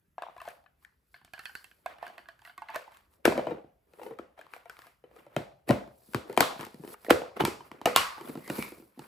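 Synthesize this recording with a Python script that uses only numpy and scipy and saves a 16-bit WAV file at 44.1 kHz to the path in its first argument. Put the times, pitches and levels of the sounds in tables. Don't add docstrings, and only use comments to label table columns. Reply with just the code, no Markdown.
import sys
import numpy as np
from scipy import signal
from scipy.fft import rfft, irfft
from scipy.io import wavfile
from scipy.ndimage import uniform_filter1d

SR = 44100
rng = np.random.default_rng(int(sys.argv[2]) if len(sys.argv) > 2 else 0)


def transcribe(u):
    v = np.clip(np.atleast_2d(u).T, -1, 1)
    q = np.round(v * 32767).astype(np.int16)
    wavfile.write(sys.argv[1], SR, q)


N = 399987

# start in seconds, pitch of the struck panel in Hz, seconds it takes to
# fade by 60 dB, strength in dB, then weight (the lower part) and edge (the tick) in dB above strength.
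TAPS = [(0.182, 817, 0.0088, -26.5, -33, -29), (0.2224, 810, 0.0047, -27.5, -31, -15),
        (0.2355, 705, 0.0036, -29.5, -37, -33), (0.2661, 830, 0.0047, -35, -36, -48),
        (0.2857, 800, 0.0055, -35.5, -25, -53), (0.2961, 764, 0.0074, -42, -26, -32),
        (0.3652, 730, 0.014, -39.5, -23, -19), (0.38, 1020, 0.08, -44.5, -26, -8),
        (0.4025, 1210, 0.031, -37, -28, -12), (0.4169, 1050, 0.013, -35.5, -31, -5.5),
        (0.4533, 854, 0.074, -42, -38, -7), (0.4717, 870, 0.008, -44, -27, -4),
        (0.4775, 655, 0.0098, -29, -32, -19), (0.487, 1700, 0.008, -39.5, -1.5, 1),
        (0.641, 796, 0.017, -61, -20, -4), (0.6621, 1500, 0.013, -50, -3.5, -33),
        (0.8265, 1120, 0.012, -67, -10, 4), (0.8491, 1790, 0.0064, -41, -28, -9.5),
        (1.03, 800, 0.02, -81, 2, -10), (1.1428, 1560, 0.021, -40, -11.5, -16),
        (1.1619, 1500, 0.009, -48, -16, -21), (1.2153, 1540, 0.019, -57, 1, -7),
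        (1.249, 1420, 0.01, -49.5, -7, 4), (1.2783, 1490, 0.011, -57.5, -0.5, -15),
        (1.3362, 1590, 0.012, -34, -8.5, -3), (1.3433, 675, 0.043, -48, -34, -18),
        (1.379, 1590, 0.013, -41, -5.5, -10), (1.3932, 1320, 0.016, -34.5, -12, -0.5),
        (1.437, 1609, 0.0049, -48, -19, -6), (1.456, 1600, 0.024, -30, -22, -5),
        (1.4946, 1520, 0.02, -40.5, -10, -18), (1.5532, 1730, 0.011, -31, -37, -1),
        (1.6438, 2710, 0.037, -44, -15, 5.5), (1.714, 1680, 0.0089, -48.5, -20, -7),
        (1.861, 686, 0.021, -25.5, -32, -10), (1.9855, 740, 0.012, -45.5, -21, -7),
        (2.0277, 750, 0.018, -26.5, -38, -17.5), (2.0458, 730, 0.033, -39.5, -28, -20),
        (2.067, 1650, 0.013, -36, -4, -8), (2.08, 1500, 0.011, -49, -15, 6.5),
        (2.1, 700, 0.03, -42, -15, -19), (2.1811, 1840, 0.0079, -37.5, -3.5, -6.5),
        (2.1912, 1890, 0.011, -45, -1, -13), (2.2578, 1570, 0.013, -50, -11, -26),
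        (2.2874, 1710, 0.028, -38.5, -4, -4.5), (2.3925, 1598, 0.007, -54, -10, -4),
        (2.419, 880, 0.027, -51.5, -26, -2), (2.4512, 2028, 0.014, -41.5, -11, -3),
        (2.4756, 1500, 0.017, -41.5, -7, -17), (2.4962, 1500, 0.022, -42, -9, -19),
        (2.5792, 1114, 0.053, -37, -20, -4.5), (2.6198, 883, 0.038, -31, -31, -19.5),
        (2.6867, 2060, 0.014, -34, -17, -17), (2.6937, 892, 0.054, -35, -35, -19),
        (2.7024, 860, 0.051, -39, -22, -5.5), (2.7456, 1040, 0.016, -34.5, -28, -2),
        (2.7539, 1480, 0.055, -34, -5.5, -8), (2.7599, 640, 0.012, -26.5, -28, -2.5),
        (2.8191, 861, 0.025, -55, -18, -3), (2.878, 850, 0.016, -42, -22, -28),
        (2.9198, 900, 0.046, -52, -24, -1), (2.9719, 910, 0.015, -66.5, -11, 21.5),
        (3.1389, 900, 0.032, -86, 2, 30)]
KNOCKS = [(3.2543, 475, 0.019, -8.5, -9.5, -0.5), (3.2784, 650, 0.013, -12, -0.5, -19.5),
          (3.3006, 410, 0.013, -27, -4, -15), (3.3234, 623, 0.015, -18.5, -16, -20.5),
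          (3.3542, 633, 0.069, -28.5, -7, -64), (3.3776, 556, 0.066, -20.5, -4.5, -11.5),
          (3.3929, 580, 0.015, -17.5, -27, -37.5), (3.4697, 620, 0.03, -22.5, -8, -23),
          (3.485, 500, 0.02, -28.5, -8, -30), (3.5073, 472, 0.14, -28, -12.5, -20),
          (3.5196, 490, 0.049, -37.5, 9, -26), (3.582, 425, 0.048, -42.5, -6, -35.5),
          (3.645, 450, 0.015, -47.5, 3.5, -36.5), (3.9361, 479, 0.028, -48.5, -11, -7),
          (3.9865, 437, 0.09, -45, -15, -25), (3.9964, 590, 0.021, -38, -28, -16),
          (4.0161, 485, 0.061, -37, -15, -20), (4.0335, 840, 0.023, -37.5, -26, -8),
          (4.0638, 437, 0.081, -32.5, -11.5, -24), (4.1091, 454, 0.054, -33.5, -9.5, -27),
          (4.1219, 462, 0.043, -42.5, -13, -31), (4.1882, 1265, 0.025, -36.5, -5, -8),
          (4.195, 615, 0.0088, -34.5, -0.5, -24), (4.3769, 737, 0.037, -50.5, -27, -14.5),
          (4.3919, 650, 0.022, -40.5, -22, -9), (4.4134, 1630, 0.027, -41, -17, -6),
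          (4.4671, 1070, 0.0095, -46.5, -24, -10), (4.5374, 1570, 0.005, -31.5, -8, -10.5),
          (4.5646, 730, 0.019, -39.5, -34, -7), (4.6575, 690, 0.056, -42.5, -36, -6.5),
          (4.6977, 1504, 0.028, -33.5, -14, -1.5), (4.769, 1290, 0.0027, -43, -21, -8),
          (4.7914, 1106, 0.014, -45, -12.5, 4.5), (4.82, 1753, 0.008, -48, -17, 2),
          (4.8619, 1351, 0.0058, -58, 2.5, -10), (4.8692, 695, 0.074, -51, -14.5, 10),
          (5.0402, 478, 0.039, -43.5, -15, -21), (5.1131, 496, 0.024, -51, -15, -15.5),
          (5.164, 457, 0.049, -47, -25, -5), (5.2659, 572, 0.049, -42.5, -14, -16),
          (5.32, 576, 0.025, -57, -13.5, -21), (5.3649, 594, 0.022, -18.5, -5, -8.5),
          (5.4003, 412, 0.016, -38.5, 3, -58), (5.6784, 409, 0.026, -43.5, 1, -11),
          (5.692, 550, 0.075, -19.5, -9.5, -5.5), (5.701, 276, 0.013, -18.5, 8.5, -19.5),
          (5.7079, 604, 0.016, -14, -18.5, -7), (5.7679, 684, 0.018, -44.5, -7, -16.5),
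          (5.8771, 530, 0.0065, -45.5, -0.5, -8.5), (6.0879, 204, 0.044, -73.5, 25, 6),
          (6.1354, 1450, 0.015, -38, -5, 0), (6.147, 1170, 0.0098, -20.5, 1.5, -2),
          (6.2982, 390, 0.03, -37, 6.5, -5), (6.3178, 520, 0.047, -43.5, -15.5, -10),
          (6.329, 890, 0.046, -44, -10, 6.5), (6.344, 920, 0.051, -50, -4, 1.5),
          (6.3673, 753, 0.0078, -51.5, -9.5, 19.5), (6.3759, 700, 0.011, -8.5, -12, -5.5),
          (6.3835, 444, 0.1, -33.5, 8, -10.5), (6.4069, 716, 0.01, -11, -8.5, 6),
          (6.4135, 388, 0.0065, -17, -6, -21.5), (6.5617, 172.5, 0.03, -47.5, 2.5, -9),
          (6.5943, 970, 0.0078, -34.5, 0.5, -8), (6.6012, 440, 0.06, -41.5, -12, 4),
          (6.6102, 410, 0.013, -34, -9.5, 2.5), (6.63, 960, 0.021, -37, -0.5, -1),
          (6.6513, 1390, 0.006, -41.5, -21, 12.5), (6.6668, 320, 0.017, -40, -1, -4),
          (6.7449, 243, 0.012, -56, 17, 12.5), (6.7981, 173, 0.05, -71, 32, 9),
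          (6.8108, 188, 0.032, -79, 18, 14), (6.837, 380, 0.021, -41, 3, -11.5),
          (6.8476, 320, 0.021, -43, 6.5, -8), (6.8769, 356, 0.031, -43.5, 4.5, 1),
          (6.9428, 1240, 0.018, -39.5, -4, -8), (7.048, 690, 0.034, -42, -11, 7),
          (7.0662, 1824, 0.013, -42, 0, -13), (7.0848, 580, 0.0095, -25, -6.5, -42),
          (7.0966, 653, 0.074, -21.5, -18.5, -9), (7.1071, 366, 0.009, -6, -4, -6),
          (7.219, 412, 0.0044, -25.5, -8.5, -22), (7.2373, 583, 0.0051, -33.5, -16, -27),
          (7.3726, 455, 0.0043, -28.5, -16.5, -15), (7.4076, 870, 0.045, -21, -2, -1.5),
          (7.4379, 870, 0.0058, -25.5, 8.5, -16.5), (7.4516, 916, 0.039, -20.5, -10, 8),
          (7.475, 1010, 0.046, -34, -11, 7), (7.4813, 270, 0.0065, -33.5, 12, -10),
          (7.6068, 957, 0.044, -39.5, -13, -12), (7.7164, 950, 0.0053, -33, -7.5, -5.5),
          (7.8155, 952, 0.0099, -32.5, -7.5, -8.5), (7.8578, 689, 0.033, -12, -9.5, -1.5),
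          (7.8729, 498, 0.029, -15, -20, -15), (7.9624, 1033, 0.018, -13, -40, 11.5),
          (7.9729, 1102, 0.11, -20, -36.5, 2.5), (8.181, 870, 0.026, -36.5, -11, -7),
          (8.2114, 345, 0.019, -36, -1.5, -7), (8.2482, 247, 0.01, -52, 10, -9),
          (8.2949, 275, 0.026, -43.5, 13, 4), (8.3543, 287, 0.027, -35, 3, -8),
          (8.3748, 198, 0.02, -42.5, 10, -2), (8.4785, 236, 0.097, -43, -3, 9.5),
          (8.5005, 540, 0.021, -25, 1, 0.5), (8.5305, 152, 0.069, -44, -7, -4),
          (8.5848, 221, 0.027, -32, 8.5, -7), (8.6255, 2300, 0.0072, -25, -29, -0.5),
          (8.7214, 355, 0.038, -42, 3.5, -4), (8.8001, 280, 0.026, -58, 14.5, -4),
          (8.8243, 322, 0.045, -56, 8, 2), (8.9759, 262, 0.065, -54.5, 11, -20.5),
          (8.9937, 860, 0.019, -39.5, 3, 1.5)]
THUD_TOP_HZ, BODY_TOP_HZ = 400, 1200


def cup_and_spoon_taps():
    # pitch in Hz, width in Hz (wider dies sooner), level in dB.
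    cup_modes = [(197.4, 110, 2), (330, 100, 11), (730, 53, -6.5), (870, 140, -19), (1060, 220, 3),
                 (1530, 75, -4), (1730, 31, -8.5), (2074, 160, 0), (2650, 79, -14), (2634, 92, -4.5),
                 (3250, 260, 2.5), (3800, 880, -10), (4250, 160, -11), (4260, 120, -10.5)]
    return hits(TAPS, cup_modes, panel_db=6.2, free_ring_s=0.015, scatter_db=2.5, detune=0.054,
                tick_s=0.00079, touch_s=0.0014, walls_db=-1.1)


def lid_knocks():
    # pitch in Hz, width in Hz, level in dB.
    box_modes = [(64, 19, -5), (125, 13, -12), (186, 32, -13.5), (303, 63, -4), (317.3, 70, 1),
                 (449.2, 39, -6), (543, 59, -11.5), (770, 133, 0.5), (952, 73, -7), (1033, 290, -7.5),
                 (1364, 82, -2.5), (1756, 160, 0), (2086, 253, 3.5), (2460, 86, -5.5), (3070, 65, -8),
                 (3130, 780, -10.5), (3750, 190, -29), (3930, 85, -15), (3880, 360, -2)]
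    return hits(KNOCKS, box_modes, panel_db=8.6, free_ring_s=0.023, scatter_db=3.5, detune=0.048,
                tick_s=0.00097, touch_s=0.00072, walls_db=0.4)


def hits(events, modes, panel_db, free_ring_s, scatter_db, detune, tick_s, touch_s, walls_db):
    # pitch in Hz, level in dB.
    tick_tone = [(3000, 4.5), (4600, 4.5), (6500, -2), (8000, 1), (11000, 1), (14500, -1), (16500, -19.5)]
    t, out = np.arange(2048) / SR, np.zeros((3, N))
    bright = gain_of(at_pitch(tick_tone, np.fft.rfftfreq(len(t), 1 / SR)))
    snap = np.roll(irfft(bright, len(t)), 32)
    for start, panel_hz, ring_s, strength_db, weight_db, edge_db in events:
        sway_db = -0.5 * rng.standard_normal()
        contact_s = touch_s * gain_of(0.17 * (strength_db + 29) - 0.13 * (edge_db + 14.5))
        hz, width, mode_db = np.transpose(modes + [(panel_hz, 0, panel_db)])[:, :, None]
        width = width * (free_ring_s / ring_s) ** 0.86
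        width = np.minimum(width, 0.3 * hz)
        width[-1] = np.log(1000) / np.pi / ring_s
        uneven, shift, phase = rng.standard_normal((3, len(hz), 1))
        uneven[-1] = shift[-1] = 0
        far_db = 2.3 * abs(np.log2(hz / panel_hz))
        rise = t / (0.75 * contact_s + 0.063 / hz)
        turns = hz * (1 + detune * shift) * t + phase
        swing = (1 - (1 + rise) * np.exp(-rise)) * np.sin(2 * np.pi * turns) * gain_of(mode_db - far_db)
        fizz = irfft(rfft(rng.standard_normal(len(t))) * bright, len(t))
        tick = fizz * (1 - np.exp(-t / contact_s)) * np.exp(-t / (0.41 * contact_s + tick_s))
        near = [*into_air(hz, swing * gain_of(scatter_db * uneven) * np.exp(-np.pi * width * t)), tick]
        around = [*into_air(hz, swing * np.exp(-np.pi * (width + 0.18 * hz) * t)), snap]
        direct = walls = 0
        for db, part, spread in zip(part_levels(panel_hz, strength_db, weight_db, edge_db), near, around):
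            part = gain_of(db) * part / abs(part).max()
            direct += part
            walls += spread * np.linalg.norm(part) / np.linalg.norm(spread)
        add(out, start - 0.0011, np.vstack([placed(direct, start, sway_db), gain_of(walls_db) * walls]))
    return out


def part_levels(panel_hz, strength_db, weight_db, edge_db):
    if panel_hz > BODY_TOP_HZ:
        return strength_db + np.array([-14 + 3.6 * weight_db, weight_db, 0, edge_db])
    return strength_db + np.array([weight_db, 0, -3 + 0.51 * edge_db, edge_db])


def into_air(hz, swings):
    groups = np.searchsorted((THUD_TOP_HZ, BODY_TOP_HZ), hz[:, 0]) == np.arange(3)[:, None]
    return [signal.lfilter(*signal.butter(3, lowest_hz, "high", fs=SR), part)
            for lowest_hz, part in zip((160, 380, 1050), groups @ swings)]


def placed(sound, start, sway_db):
    # time in seconds, lean to the left in dB.
    hands = [(0.1, 1), (0.9, 2.5), (1.4, -2), (2.9, -1), (3.2, 2.5), (5.0, 1.5), (6.9, 3), (7.0, -1),
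             (7.8, .6), (9.0, -1)]
    # pitch in Hz, dB between left and right for each dB of lean.
    level_gap = [(100, .1), (400, .9), (1500, 3.3), (6000, .6)]
    # pitch in Hz, radians the nearer microphone is ahead for each dB of lean.
    lead = [(150, .03), (500, .12), (1200, .15), (1900, .3), (2800, .5), (4500, .45), (7000, -.1),
            (9000, 0)]
    hz = np.fft.rfftfreq(len(sound), 1 / SR)
    lean_db = np.interp(start, *np.transpose(hands)) + sway_db
    side = gain_of(at_pitch(level_gap, hz) / 2) * np.exp(0.5j * at_pitch(lead, hz))
    return irfft(rfft(sound) * side ** np.array([[lean_db], [-lean_db]]), len(sound))


def rubbing():
    # pitch in Hz, level in dB.
    drag_tone = [(40, -36.5), (120, -10), (330, 9), (600, 5), (1000, -10.5), (2500, -44)]
    scrape_tone = [(400, -23), (1000, 6), (1700, -1.5), (2400, -4.5), (4000, -15.5), (7000, -31.5)]
    brush_tone = [(2000, -11.5), (4500, 8), (6500, 0), (8000, 6), (11000, 13), (14500, 9.5), (16500, -1.5)]
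    power = noise_swells() + hit_tails(TAPS, (-38, -30, -35)) + hit_tails(KNOCKS, (-22, -27, -45))
    drag, scrape, brush = np.sqrt(power)
    grain, crinkle = evened(uniform_filter1d(rng.standard_normal((2, N)), size=200, axis=1))
    drag *= gain_of(2.1 * grain)
    scrape *= gain_of(1.4 * grain + 0.57 * crinkle)
    brush *= gain_of(1.4 * grain + 0.86 * crinkle)
    return (drag * noise(drag_tone, size=512) + scrape * noise(scrape_tone, size=256)
            + brush * noise(brush_tone, size=256, patchy_db=1.8))


def noise_swells():
    # start, strongest moment and end in seconds, then low, middle and bright levels in dB.
    swells = [(.36, 0.495, 0.58, -82, -54.5, -62.5), (.79, 0.838, 0.86, -84, -71, -69.5),
              (1.05, 1.15, 1.24, -82.5, -88, -72), (1.35, 1.46, 1.87, -77, -81, -64),
              (1.6, 1.86, 1.9, -75, -86, -86), (1.863, 1.913, 2.01, -62.5, -53, -84),
              (1.997, 2.04, 2.22, -60, -52, -69), (2.162, 2.193, 2.32, -70, -68, -75),
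              (2.41, 2.475, 2.54, -88, -58, -63), (2.69, 2.754, 2.85, -73, -43.5, -67),
              (2.9, 2.943, 3.05, -77, -57, -67.5), (3.09, 3.134, 3.19, -87, -73, -70),
              (3.25, 3.254, 3.275, -33, -24, -36), (3.3, 3.502, 3.62, -48.5, -61, -76.5),
              (3.94, 4.052, 4.14, -52, -57, -60), (4.37, 4.381, 4.49, -62.5, -56, -74),
              (4.5, 4.55, 4.61, -69, -53, -62), (4.62, 4.84, 4.95, -74, -59.5, -66),
              (5.1, 5.183, 5.3, -61.5, -60.5, -69), (5.28, 5.351, 5.38, -60, -61, -72.5),
              (5.68, 5.69, 5.705, -32, -38, -44), (5.9, 6.13, 6.2, -63.5, -70, -60.5),
              (6.26, 6.298, 6.38, -48.5, -54, -62), (6.4, 6.395, 6.52, -44, -29.5, -73.5),
              (6.54, 6.612, 6.52, -63, -45, -55.5), (6.8, 6.939, 6.95, -50.5, -54, -50.5),
              (6.97, 7.066, 7.1, -62, -62.5, -57.5), (7.103, 7.103, 7.115, -32, -12, -24),
              (7.36, 7.368, 7.39, -40.5, -41.5, -55), (7.396, 7.405, 7.43, -27, -25, -42),
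              (7.56, 7.663, 7.72, -64, -62, -66.5), (7.708, 7.737, 7.9, -53, -61, -75),
              (7.952, 7.97, 8.12, -59, -28.5, -49.5), (8.14, 8.277, 8.44, -49.5, -53, -54),
              (8.44, 8.582, 8.74, -47, -45.5, -44), (8.579, 8.58, 8.6, -39, -56.5, -59),
              (8.72, 8.788, 8.9, -60.5, -72, -65), (8.95, 9.04, 9.2, -66, -57, -62)]
    t = np.arange(0, N + 32, 32) / SR
    start, top, end, *levels_db = np.transpose(swells)[:, :, None]
    powers = gain_of(2 * np.array(levels_db)[:, :, 0]) @ swell(t, start, top, end) ** 2
    return np.array([np.interp(np.arange(N) / SR, t, power) for power in powers])


def hit_tails(events, offsets_db):
    kicks = np.zeros((3, N))
    for start, panel_hz, _, *levels_db in events:
        thud, body, click, tick = gain_of(2 * part_levels(panel_hz, *levels_db))
        power = np.array([thud + gain_of(-14) ** 2 * body, body + click, tick])
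        add(kicks, start, (power * gain_of(offsets_db) ** 2)[:, None])
    return np.array([dying_away(kick, db_per_s) for kick, db_per_s in zip(kicks, (-170, -150, -120))])


def tap_afterring():
    # pitch in Hz, width in Hz, level in dB.
    rings = [(1590, 130, 1), (2970, 280, -4.5), (4490, 590, -6)]
    kicks, from_s = np.zeros((len(rings), N)), 1
    for start, panel_hz, _, strength_db, *_ in TAPS:
        uneven_db = 2.5 * rng.standard_normal((len(rings), 1))
        if panel_hz > BODY_TOP_HZ and start > from_s:
            add(kicks, start, gain_of(strength_db - 24.5 + uneven_db) ** 2)
    fades = np.sqrt(dying_away(kicks, db_per_s=-260))
    return sum(fade * gain_of(db) * fuzzy(hz, width) for fade, (hz, width, db) in zip(fades, rings))


def hums_and_squeaks():
    # start, strongest moment and end in seconds, pitch in Hz, width in Hz, level in dB.
    hums = [(6.408, 6.444, 6.54, 1110, 260, -37.5), (7.047, 7.066, 7.08, 1950, 300, -51.5),
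            (7.96, 7.964, 8.13, 1095, 220, -32), (7.962, 7.98, 8.04, 2890, 350, -30),
            (8.426, 8.48, 8.52, 2030, 400, -49.5), (8.553, 8.622, 8.71, 2280, 350, -44.5)]
    t = np.arange(N) / SR
    return sum(gain_of(db) * swell(t, start, top, end) * fuzzy(hz, width)
               for start, top, end, hz, width, db in hums)


def kitchen_echo(sound):
    # pitch in Hz, seconds to fade by 60 dB.
    fade_times = [(100, 0.6), (300, 0.087), (700, 0.56), (1800, 0.29), (5000, 0.43), (13000, 0.26)]
    # pitch in Hz, echo level in dB.
    echo_levels = [(100, -8.5), (400, -7), (1200, -9.5), (4000, -4.5), (12000, -8.5)]
    echoes = np.zeros((2, SR))
    arrivals = np.arange(200, SR - 20, 20) + rng.integers(0, 20, (2, (SR - 201) // 20))
    np.put_along_axis(echoes, arrivals, rng.choice([-1., 1.], arrivals.shape), 1)
    hz, t, bands = signal.stft(echoes, SR, nperseg=256)
    bands = paired(*bands, hz) * gain_of(-60 * t / at_pitch(fade_times, hz)[:, None])
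    bands /= np.linalg.norm(bands, axis=2).mean(0)[:, None]
    scale = np.linalg.norm(signal.istft(bands[0], SR, nperseg=256)[1])
    tail = signal.istft(bands * gain_of(at_pitch(echo_levels, hz))[:, None], SR, nperseg=256)[1] / scale
    return signal.fftconvolve(sound[None], tail, axes=1)[:, :N]


def room_hush():
    # pitch in Hz, level in dB compared with the other rows.
    hush_tone = [(25, -23.5), (40, -4), (60, 18), (85, -2.5), (125, 7), (220, -1.5), (400, -2),
                 (700, -15.5), (1800, -13), (4000, -23.5), (8000, -26.5), (12000, -16.5), (16500, -27.5)]
    return gain_of(-74.5) * noise(hush_tone, size=2048)


def noise(tone, size, patchy_db=3):
    frames, hz = 4 * N // size + 5, np.fft.rfftfreq(size, 1 / SR)
    a, b, c, d, patches = rng.standard_normal((frames, len(hz), 5)).T
    patches = evened(uniform_filter1d(uniform_filter1d(patches, size=6, axis=0), size=6, axis=1))
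    level_db = at_pitch(tone, hz)[:, None] + patchy_db * patches
    bands = paired(a + 1j * b, c + 1j * d, hz) * gain_of(level_db)
    return evened(signal.istft(bands, nperseg=size, noverlap=3 * size // 4)[1][:, :N])


def fuzzy(hz, width):
    a, b = rng.standard_normal((2, N))
    peak = signal.iirpeak(hz, hz / width, SR)
    return evened(signal.lfilter(*peak, signal.lfilter(*peak, [a, 0.68 * a + 0.64 * b])))


def paired(a, b, hz):
    # pitch in Hz, likeness from 0 to 1.
    likeness = [(60, 0.94), (250, .9), (600, 0.06), (1500, 0.15), (4000, 0.51), (8000, 1), (13000, 1)]
    same = at_pitch(likeness, hz)[:, None]
    return np.array([a, same * a + np.sqrt(1 - same ** 2) * b])


def swell(t, start, top, end):
    return gain_of(-16 * np.maximum((top - t) / abs(top - start), (t - top) / abs(end - top)))


def dying_away(kicks, db_per_s):
    return signal.lfilter([1], [1, -gain_of(2 * db_per_s / SR)], kicks)


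def gain_of(db):
    return 10 ** (np.asarray(db) / 20)


def evened(x):
    return x / np.sqrt(np.mean(x ** 2) + 1e-20)


def at_pitch(table, hz):
    pitches, values = np.transpose(table)
    return np.interp(np.log(hz + 1), np.log(pitches + 1), values)


def add(mix, start_s, sound):
    part = mix[:, round(start_s * SR):][:, :sound.shape[1]]
    part += sound[:, :part.shape[1]]


def scene():
    clatter = cup_and_spoon_taps() + lid_knocks()
    in_kitchen = clatter[:2] + kitchen_echo(clatter[2])
    return in_kitchen + rubbing() + tap_afterring() + hums_and_squeaks() + room_hush()


def record(dry):
    lag_above_hz, lag_s = 8050, 0.00032
    bass_hz, top_hz, ceiling = 40.7, 16900, 1.3
    hz = np.fft.rfftfreq(N, 1 / SR)
    turn = np.exp(-1j * np.pi * lag_s * np.maximum(hz - lag_above_hz, 0))
    sound = irfft(rfft(dry) * np.array([turn, 1 / turn]), N)
    sound = signal.sosfilt(signal.butter(3, bass_hz, "high", fs=SR, output="sos"), sound)
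    sound = ceiling * np.tanh(sound / ceiling)
    return signal.oaconvolve(sound, signal.firwin(511, top_hz, window=("kaiser", 9), fs=SR)[None], "same")


dry = scene()
out = record(dry)
transcribe(out)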